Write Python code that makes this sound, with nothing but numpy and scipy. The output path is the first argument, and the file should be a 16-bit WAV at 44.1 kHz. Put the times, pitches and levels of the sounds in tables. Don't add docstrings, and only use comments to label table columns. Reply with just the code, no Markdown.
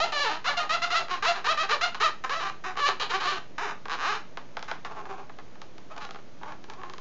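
import sys
import numpy as np
from scipy import signal
from scipy.fft import rfft, irfft, next_fast_len
from scipy.io import wavfile
from scipy.ndimage import uniform_filter1d, map_coordinates

SR = 44100
rng = np.random.default_rng(int(sys.argv[2]) if len(sys.argv) > 2 else 0)


def gain_from_db(level_db):
    decades = np.asarray(level_db, float) / 20
    return 10 ** decades


def put_to_file(sound):
    columns = np.atleast_2d(sound).T
    safe = np.clip(columns, -1, 1)
    whole_steps = np.round(safe * 32767)
    wavfile.write(sys.argv[1], SR, whole_steps.astype(np.int16))


N = 309096

# freq_hz, density_db
HISS_SPECTRUM = [(31, -32), (52, -10.5), (64, -14), (126, -7), (263, -8.5), (339, -9), (527, -13),
                 (598, -11), (786, -17), (5340, -31), (6460, -31), (7970, -41), (10400, -84.5),
                 (17500, -120)]
# freq_hz, t60_s
ROOM_DECAY = [(300, 0.3), (800, 0.23), (2100, 0.28), (5500, 0.24)]
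# freq_hz, t60_s
NEARBY_DECAY = [(500, 0.051), (5000, 0.011)]
# freq_hz, gain_db
CAMERA_EDGE = [(6800, 3), (7400, -6), (7800, -16), (8200, -51), (8500, -90)]

# freq_hz, width_hz, level_db
BODY_MODES = [(1042, 77, 3), (1236, 147, -1), (1396, 86, 0.5), (1570, 515, -4)]
# freq_hz, width_hz, level_db
PATCH_MODES = [(1920, 192, -7.5), (2269, 110, -6.5), (3090, 550, 3.5), (3455, 420, 2.5), (4044, 473, 2),
               (4710, 790, -2.5), (6440, 5200, -15)]
# freq_hz, width_hz, level_db
AIR_MODES = [(400, 90, -4), (580, 113, -6.5), (705, 150, 1), (876, 179, 2)]
# freq_hz, width_hz, level_db
FREE_MODES = [(400, 45, -5), (733, 102, -5.5), (858, 67, -1.5), (1100, 100, -3.5), (1490, 430, -14)]

# start_s, peak_db
SNAP_TIMES = [(.1216, -39), (4.592, -31), (4.626, -23.5), (4.6436, -38), (5.6162, -28.5), (5.7805, -34.5),
              (5.9638, -35), (5.9785, -28.5), (6.0497, -27.5), (6.1078, -27), (6.6404, -34),
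              (6.6985, -27.5), (6.7351, -34), (6.897, -29.5), (6.9354, -28.5), (6.981, -29)]
# start_s, peak_db
KNOCK_TIMES = [(1.083, -31), (1.094, -31), (3.8548, -29), (3.8823, -29.5), (4.372, -25), (4.5686, -23),
               (4.7132, -21), (4.8479, -27), (5.3864, -35.5), (6.1455, -35), (6.521, -35)]
# start_s, peak_db
PAT_TIMES = [(2.755, -45), (4.489, -60), (5.0542, -44.5), (5.2954, -46), (5.3974, -50), (5.555, -53),
             (6.0897, -45), (6.1577, -43), (6.1724, -59), (6.1874, -53), (6.4321, -40.5), (6.5425, -60),
             (6.8148, -46), (6.8336, -40)]

# start_s, rise_s, fall_s, peak_db, top_slip_rate_hz
SCUFF_STROKES = [(4.895, .024, .02, -38.5, 214.3), (4.945, .035, .06, -38, 213.1),
                 (5.05, .008, .022, -41.5, 204.2), (5.088, .014, .075, -37, 195.1),
                 (5.175, 0.0088, .057, -40, 195.2), (5.9, 0.018, .034, -39.5, 615.2),
                 (5.955, .026, .016, -38.5, 286.3), (6.41, .075, .07, -40, 300),
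                 (6.68, .025, .07, -46, 429.8), (6.765, .025, .04, -45.5, 370.1),
                 (6.835, 0.0099, .1, -44, 348.6), (6.955, 0.032, 0.016, -54, 278)]
# start_s, rise_s, fall_s, peak_db, top_slip_rate_hz
SQUEAK_STROKES = [
    (.692, .052, .032, -23.5, 684.7),
    (.902, .027, .05, -25, 727.4),
    (.94, 0.034, 0.054, -22, 683),
    (1.257, 0.029, 0.053, -21, 696.6),
    (1.473, .04, .035, -24, 655.6),
    (1.572, 0.043, 0.046, -26, 657),
]
# start_s, rise_s, fall_s, peak_db, top_slip_rate_hz
FLICK_STROKES = [
    (.462, .021, .05, -22.5, 735),
    (.818, 0.019, 0.028, -22.5, 730),
    (1.81, .028, .04, -21, 722.6),
    (2.023, .021, 0.051, -21, 669),
]
# start_s, rise_s, fall_s, peak_db, top_slip_rate_hz
DAB_STROKES = [
    (2.237, .004, .022, -28, 263),
    (2.638, .025, .065, -32, 376),
    (4.68, .004, .07, -36, 290),
    (4.847, .008, .03, -38, 280),
]
# start_s, rise_s, fall_s, peak_db, top_slip_rate_hz
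SLIDE_STROKES = [
    (.485, .006, .05, -26, 580),
    (.568, 0.0079, .06, -25, 708.7),
    (.596, .008, 0.059, -30, 625.2),
    (.855, .018, .014, -34.5, 689.5),
    (1.855, .008, .035, -31, 710),
    (1.721, .008, .035, -24, 600),
]
# start_s, rise_s, fall_s, peak_db, top_slip_rate_hz
CHATTER_STROKES = [(.443, .018, .04, -29, 560), (1.099, .014, .075, -30, 365), (1.224, .031, .05, -24, 493),
                   (1.345, 0.017, .045, -34, 199.1), (1.442, 0.029, .05, -24, 495.5),
                   (1.627, .008, .025, -29, 400), (1.69, 0.027, .05, -22.5, 483),
                   (1.942, 0.0072, .015, -33, 219.5), (1.999, 0.022, .05, -23.5, 473),
                   (3.095, .013, .04, -27.5, 475.6), (3.115, 0.038, .035, -27, 403),
                   (3.895, 0.033, .04, -29.5, 168.2), (6.002, .018, .05, -39, 284.7)]

# time_s, slip_rate_hz, level_db, irregularity (0-1)
LONG_DRAGS = [
    [(0.0, 598, -28, 0.43), (.021, 659, -28, 0.05), (.04, 698, -27, 0.39), (.055, 679, -37, 0.73),
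     (.105, 662.5, -46, 1)],
    [(.12, 610, -33.5, .9), (.142, 605, -31.5, .35), (.197, 562, -29.5, .28), (.208, 588.6, -28.5, 0.2),
     (.24, 554.4, -29, .3)],
    [(.24, 539.7, -30, .4), (.26, 442, -29, .4), (.293, 436.8, -32.5, .5), (.297, 306, -32, .4),
     (.345, 312, -35, .5), (.375, 323, -43, .7)],
]
# time_s, slip_rate_hz, level_db, irregularity (0-1)
MIDDLE_DRAGS = [
    [(2.293, 400, -29, 0.61), (2.308, 551, -31, .3), (2.338, 562, -29.5, .8), (2.342, 627, -32, .7),
     (2.378, 671, -33.5, .3), (2.398, 638, -32.5, .3), (2.412, 283.4, -32.5, .4), (2.445, 410.3, -34, .6),
     (2.5, 372, -36.5, .8)],
    [(2.765, 321, -38, .9), (2.787, 382.4, -32.5, .7), (2.803, 594.7, -31.5, .4),
     (2.842, 556.6, -30.5, .22), (2.866, 598, -24, .3), (2.884, 556, -24.5, .7), (2.889, 380.3, -28.5, .9),
     (2.93, 374.5, -46.5, .9)],
    [(2.997, 410.4, -31.5, .7), (3.014, 649.5, -31.5, .5), (3.03, 420.2, -33.5, .6), (3.07, 400, -47.5, .9)],
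    [(3.2, 269.7, -32.5, .6), (3.236, 334, -32, .8), (3.269, 373.8, -30, .5), (3.273, 583.3, -28.5, .55),
     (3.313, 607.7, -30, .65), (3.318, 376.9, -32.5, .7), (3.385, 353, -41.5, .8)],
]
# time_s, slip_rate_hz, level_db, irregularity (0-1)
SLOW_DRAGS = [
    [(3.58, 291.3, -29.5, .4), (3.607, 356.3, -35.5, .2), (3.632, 489.6, -29.5, .2),
     (3.664, 350.4, -35, .6), (3.716, 280.6, -35.5, .8), (3.735, 274, -50, .6)],
    [(3.975, 105.1, -39, .4), (4.02, 175.1, -31.5, .2), (4.063, 331, -28.5, .3), (4.102, 427.4, -28.5, .1),
     (4.123, 405, -31, .8), (4.159, 454, -33.5, .7), (4.22, 412, -58, .9)],
]
# sharpness_db, hollowness_db
DRAG_PLACES = [
    (-3, 5),
    (-1.5, 4),
    (-5, -2),
    (-8, -7),
    (-4.5, -4),
    (0.5, -3.5),
    (-4, -6),
    (-14, -7),
    (-9, -8),
]

# landing and lift-off rate (shares of top), landing_db, held_db, lift_off_db
SQUEAK_ARC, SLIDE_ARC = (0.89, 0.91, -4, -5, -19), (1.01, 0.92, -3, -5, -18)
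CHATTER_ARC, SCUFF_ARC = (0.81, 0.93, -5, -4, -16.5), (1, 1.08, -8, -4, -18)
FLICK_ARC, DAB_ARC = (0.86, 0.8, -3, -4, -17), (0.85, 0.95, -2, -4, -18)
# irregularity (0-1), sharpness_db, hollowness_db
SQUEAK_TOUCH, SLIDE_TOUCH = (0.299, -5, -5.5), (0.33, -4, -3.5)
CHATTER_TOUCH, SCUFF_TOUCH = (0.45, -6, -8), (0.6, -17.5, -6)
FLICK_TOUCH, DAB_TOUCH = (0.3, -6.5, -9.5), (0.4, -14, -9)


def unit(x):
    return x / np.sqrt(np.mean(x ** 2) + 1e-20)


def along(points, hz):
    f, v = np.transpose(points)
    return np.interp(np.log(hz + 1), np.log(f + 1), v)


def filtered(x, response):
    m = next_fast_len(N + SR // 2)
    return irfft(rfft(x, m) * response(np.fft.rfftfreq(m, 1 / SR)), m)[..., :N]


def ringing(x, modes):
    def response(f):
        total = 0
        for k, (centre, width, db) in enumerate(modes):
            band = 1j * f * width
            total = total + (-1) ** k * gain_from_db(db) * band / (centre * centre - f * f + band)
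        return total
    return filtered(x, response)


def impulses(seconds, sizes):
    at = np.asarray(seconds)[:, None] * SR
    taps = np.floor(at).astype(int) + np.arange(-7, 9)
    shape = np.sinc(taps - at) * np.cos(np.pi * (taps - at) / 16) ** 2
    weights = shape * np.asarray(sizes)[:, None]
    return np.bincount(np.clip(taps, 0, N).ravel(), weights.ravel(), N + 1)[:N]


def hiss():
    noise = filtered(rng.standard_normal(N), lambda hz: gain_from_db(along(HISS_SPECTRUM, hz)))
    return gain_from_db(-55) * unit(noise)


def echoes(x, decays, delay_s):
    out, hop = np.zeros(N + SR), SR // 4
    for start in range(0, N, hop):
        hz, t, z = signal.stft(rng.standard_normal(SR // 2), SR, nperseg=128)
        fade = gain_from_db(-60 * t / along(decays, hz)[:, None])
        tail = signal.istft(z * fade, SR, nperseg=128)[1]
        answer = signal.fftconvolve(x[start:start + hop], tail / np.linalg.norm(tail))
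        out[start + round(delay_s * SR):][:len(answer)] += answer
    return out[:N]


def ticks(crack_db, thud_db):
    kinds = [(SNAP_TIMES, -10.5), (KNOCK_TIMES, -4), (PAT_TIMES, 7)]
    rows = [(s, db, low_db) for times, low_db in kinds for s, db in times]
    s, peak_db, low_db = np.transpose(rows)
    s = s + 0.001
    patch = [(3930, 4500, 0.011)]
    crack = ringing(ringing(impulses(s, -gain_from_db(peak_db + crack_db)), patch), patch)
    blow = impulses(s, -gain_from_db(peak_db + low_db + thud_db))
    return crack + ringing(blow, AIR_MODES + BODY_MODES)


def arcs(rows, arc, touch):
    first, last, land_db, held_db, off_db = arc
    grip, sharp_db, hollow_db = touch
    bite_s, bite_db = 0.004, -2
    held = 0.393
    strokes = []
    for s, rise, fall, db, hz in rows:
        bite = min(bite_s / rise, 0.5)
        at = s + np.array([0, bite * rise, rise, rise + held * fall, rise + fall])
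        speed = np.array([first, first + (1 - first) * bite, 1, 1 - (1 - last) * held, last])
        under_db = np.array([land_db + bite_db, land_db * (1 - bite), 0, held_db, off_db])
        loose = grip - np.where(at < s + rise, 0.05, 0.04) * under_db
        points = list(zip(at, hz * speed, db + under_db, loose))
        strokes.append((points, (sharp_db, hollow_db, 1)))
    return strokes


def all_strokes():
    firm = [*arcs(SQUEAK_STROKES, SQUEAK_ARC, SQUEAK_TOUCH), *arcs(FLICK_STROKES, FLICK_ARC, FLICK_TOUCH),
            *arcs(DAB_STROKES, DAB_ARC, DAB_TOUCH), *arcs(SLIDE_STROKES, SLIDE_ARC, SLIDE_TOUCH),
            *arcs(CHATTER_STROKES, CHATTER_ARC, CHATTER_TOUCH)]
    for drag, place in zip(LONG_DRAGS + MIDDLE_DRAGS + SLOW_DRAGS, DRAG_PLACES):
        firm.append((drag, (*place, 0.3)))
    light = arcs(SCUFF_STROKES, SCUFF_ARC, SCUFF_TOUCH)
    strokes = [(*s, False) for s in firm] + [(*s, True) for s in light]
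    return sorted(strokes, key=lambda stroke: stroke[0][0][0])


def hand():
    t = np.arange(N) / SR
    rate, loose, gain = np.full(N, 300.0), np.ones(N), np.zeros((5, N))
    for points, (sharp_db, hollow_db, share), light in all_strokes():
        s, rate_hz, level_db, grip = np.transpose(points)
        on = slice(*np.searchsorted(t, [s.min(), s.max()]))
        db = np.interp(t[on], s, level_db)
        under = share * (level_db.max() - db)
        late = (t[on] > s[level_db.argmax()]).astype(int)
        rate[on] = np.interp(t[on], s, rate_hz)
        loose[on] = np.interp(t[on], s, grip)
        patch = gain_from_db(db + sharp_db + np.take((-0.8, -0.3145), late) * under)
        air = gain_from_db(db + hollow_db + np.take((-0.5, 0.41), late) * under)
        off = 0 * db
        gain[:, on] = [off, off, off, gain_from_db(db), patch] if light else [gain_from_db(db), patch, air, off, off]
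    return rate, np.clip(loose, 0.1, 1), uniform_filter1d(gain, size=60, axis=1)


def squeak(wander, jitter, scatter_db, rub_db, low_rub_db):
    t = np.arange(N) / SR
    rate, loose, (body, patch, air, free, light_patch) = hand()
    drift = map_coordinates(rng.standard_normal(700), [t * 90])
    rate = rate * np.exp(wander * loose * drift)
    turns = np.cumsum(rate) / SR
    at = np.interp(np.arange(1, int(turns[-1])), turns, t)
    chance = rng.standard_normal((6000, 2))[np.arange(len(at)) % 6000]
    here = (at * SR).astype(int)
    at = at + jitter * loose[here] ** 2 * chance[:, 0] / rate[here]
    size = gain_from_db(scatter_db * loose[here] * chance[:, 1]) / np.sqrt(rate[here])
    slips = unit(impulses(at, -size))
    felt = rng.standard_normal(N)
    groups = [(body, BODY_MODES, low_rub_db), (air, AIR_MODES, low_rub_db), (patch, PATCH_MODES, rub_db),
              (free, FREE_MODES, low_rub_db), (light_patch, [(2270, 520, 0)], low_rub_db)]
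    out = 0
    for gain, modes, db in groups:
        rub = gain_from_db(db) * loose ** 2
        force = (slips + rub * felt) / np.sqrt(1 + rub ** 2)
        out = out + ringing(force * gain, modes) / np.std(ringing(force, modes))
    return out


def scene():
    tip = gain_from_db(-2.5) * squeak(wander=0.03, jitter=0.1, scatter_db=3.5, rub_db=0, low_rub_db=-10)
    taps = ticks(crack_db=11.5, thud_db=31)
    scatter = echoes(gain_from_db(-14) * tip + gain_from_db(-5) * taps, NEARBY_DECAY, delay_s=0.001)
    room = gain_from_db(-5.5) * echoes(tip + taps, ROOM_DECAY, delay_s=0.006)
    return (tip + taps + scatter + room + hiss())[None]


def roll_off(x):
    return signal.sosfilt(signal.butter(12, 8120, fs=SR, output="sos"), x)


def record(dry):
    mix = filtered(dry, lambda hz: gain_from_db(along(CAMERA_EDGE, hz)))
    mix = mix + 0.0153 + gain_from_db(-108.5) * rng.standard_normal(dry.shape)
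    return roll_off(mix)


dry = scene()
out = record(dry)
put_to_file(out)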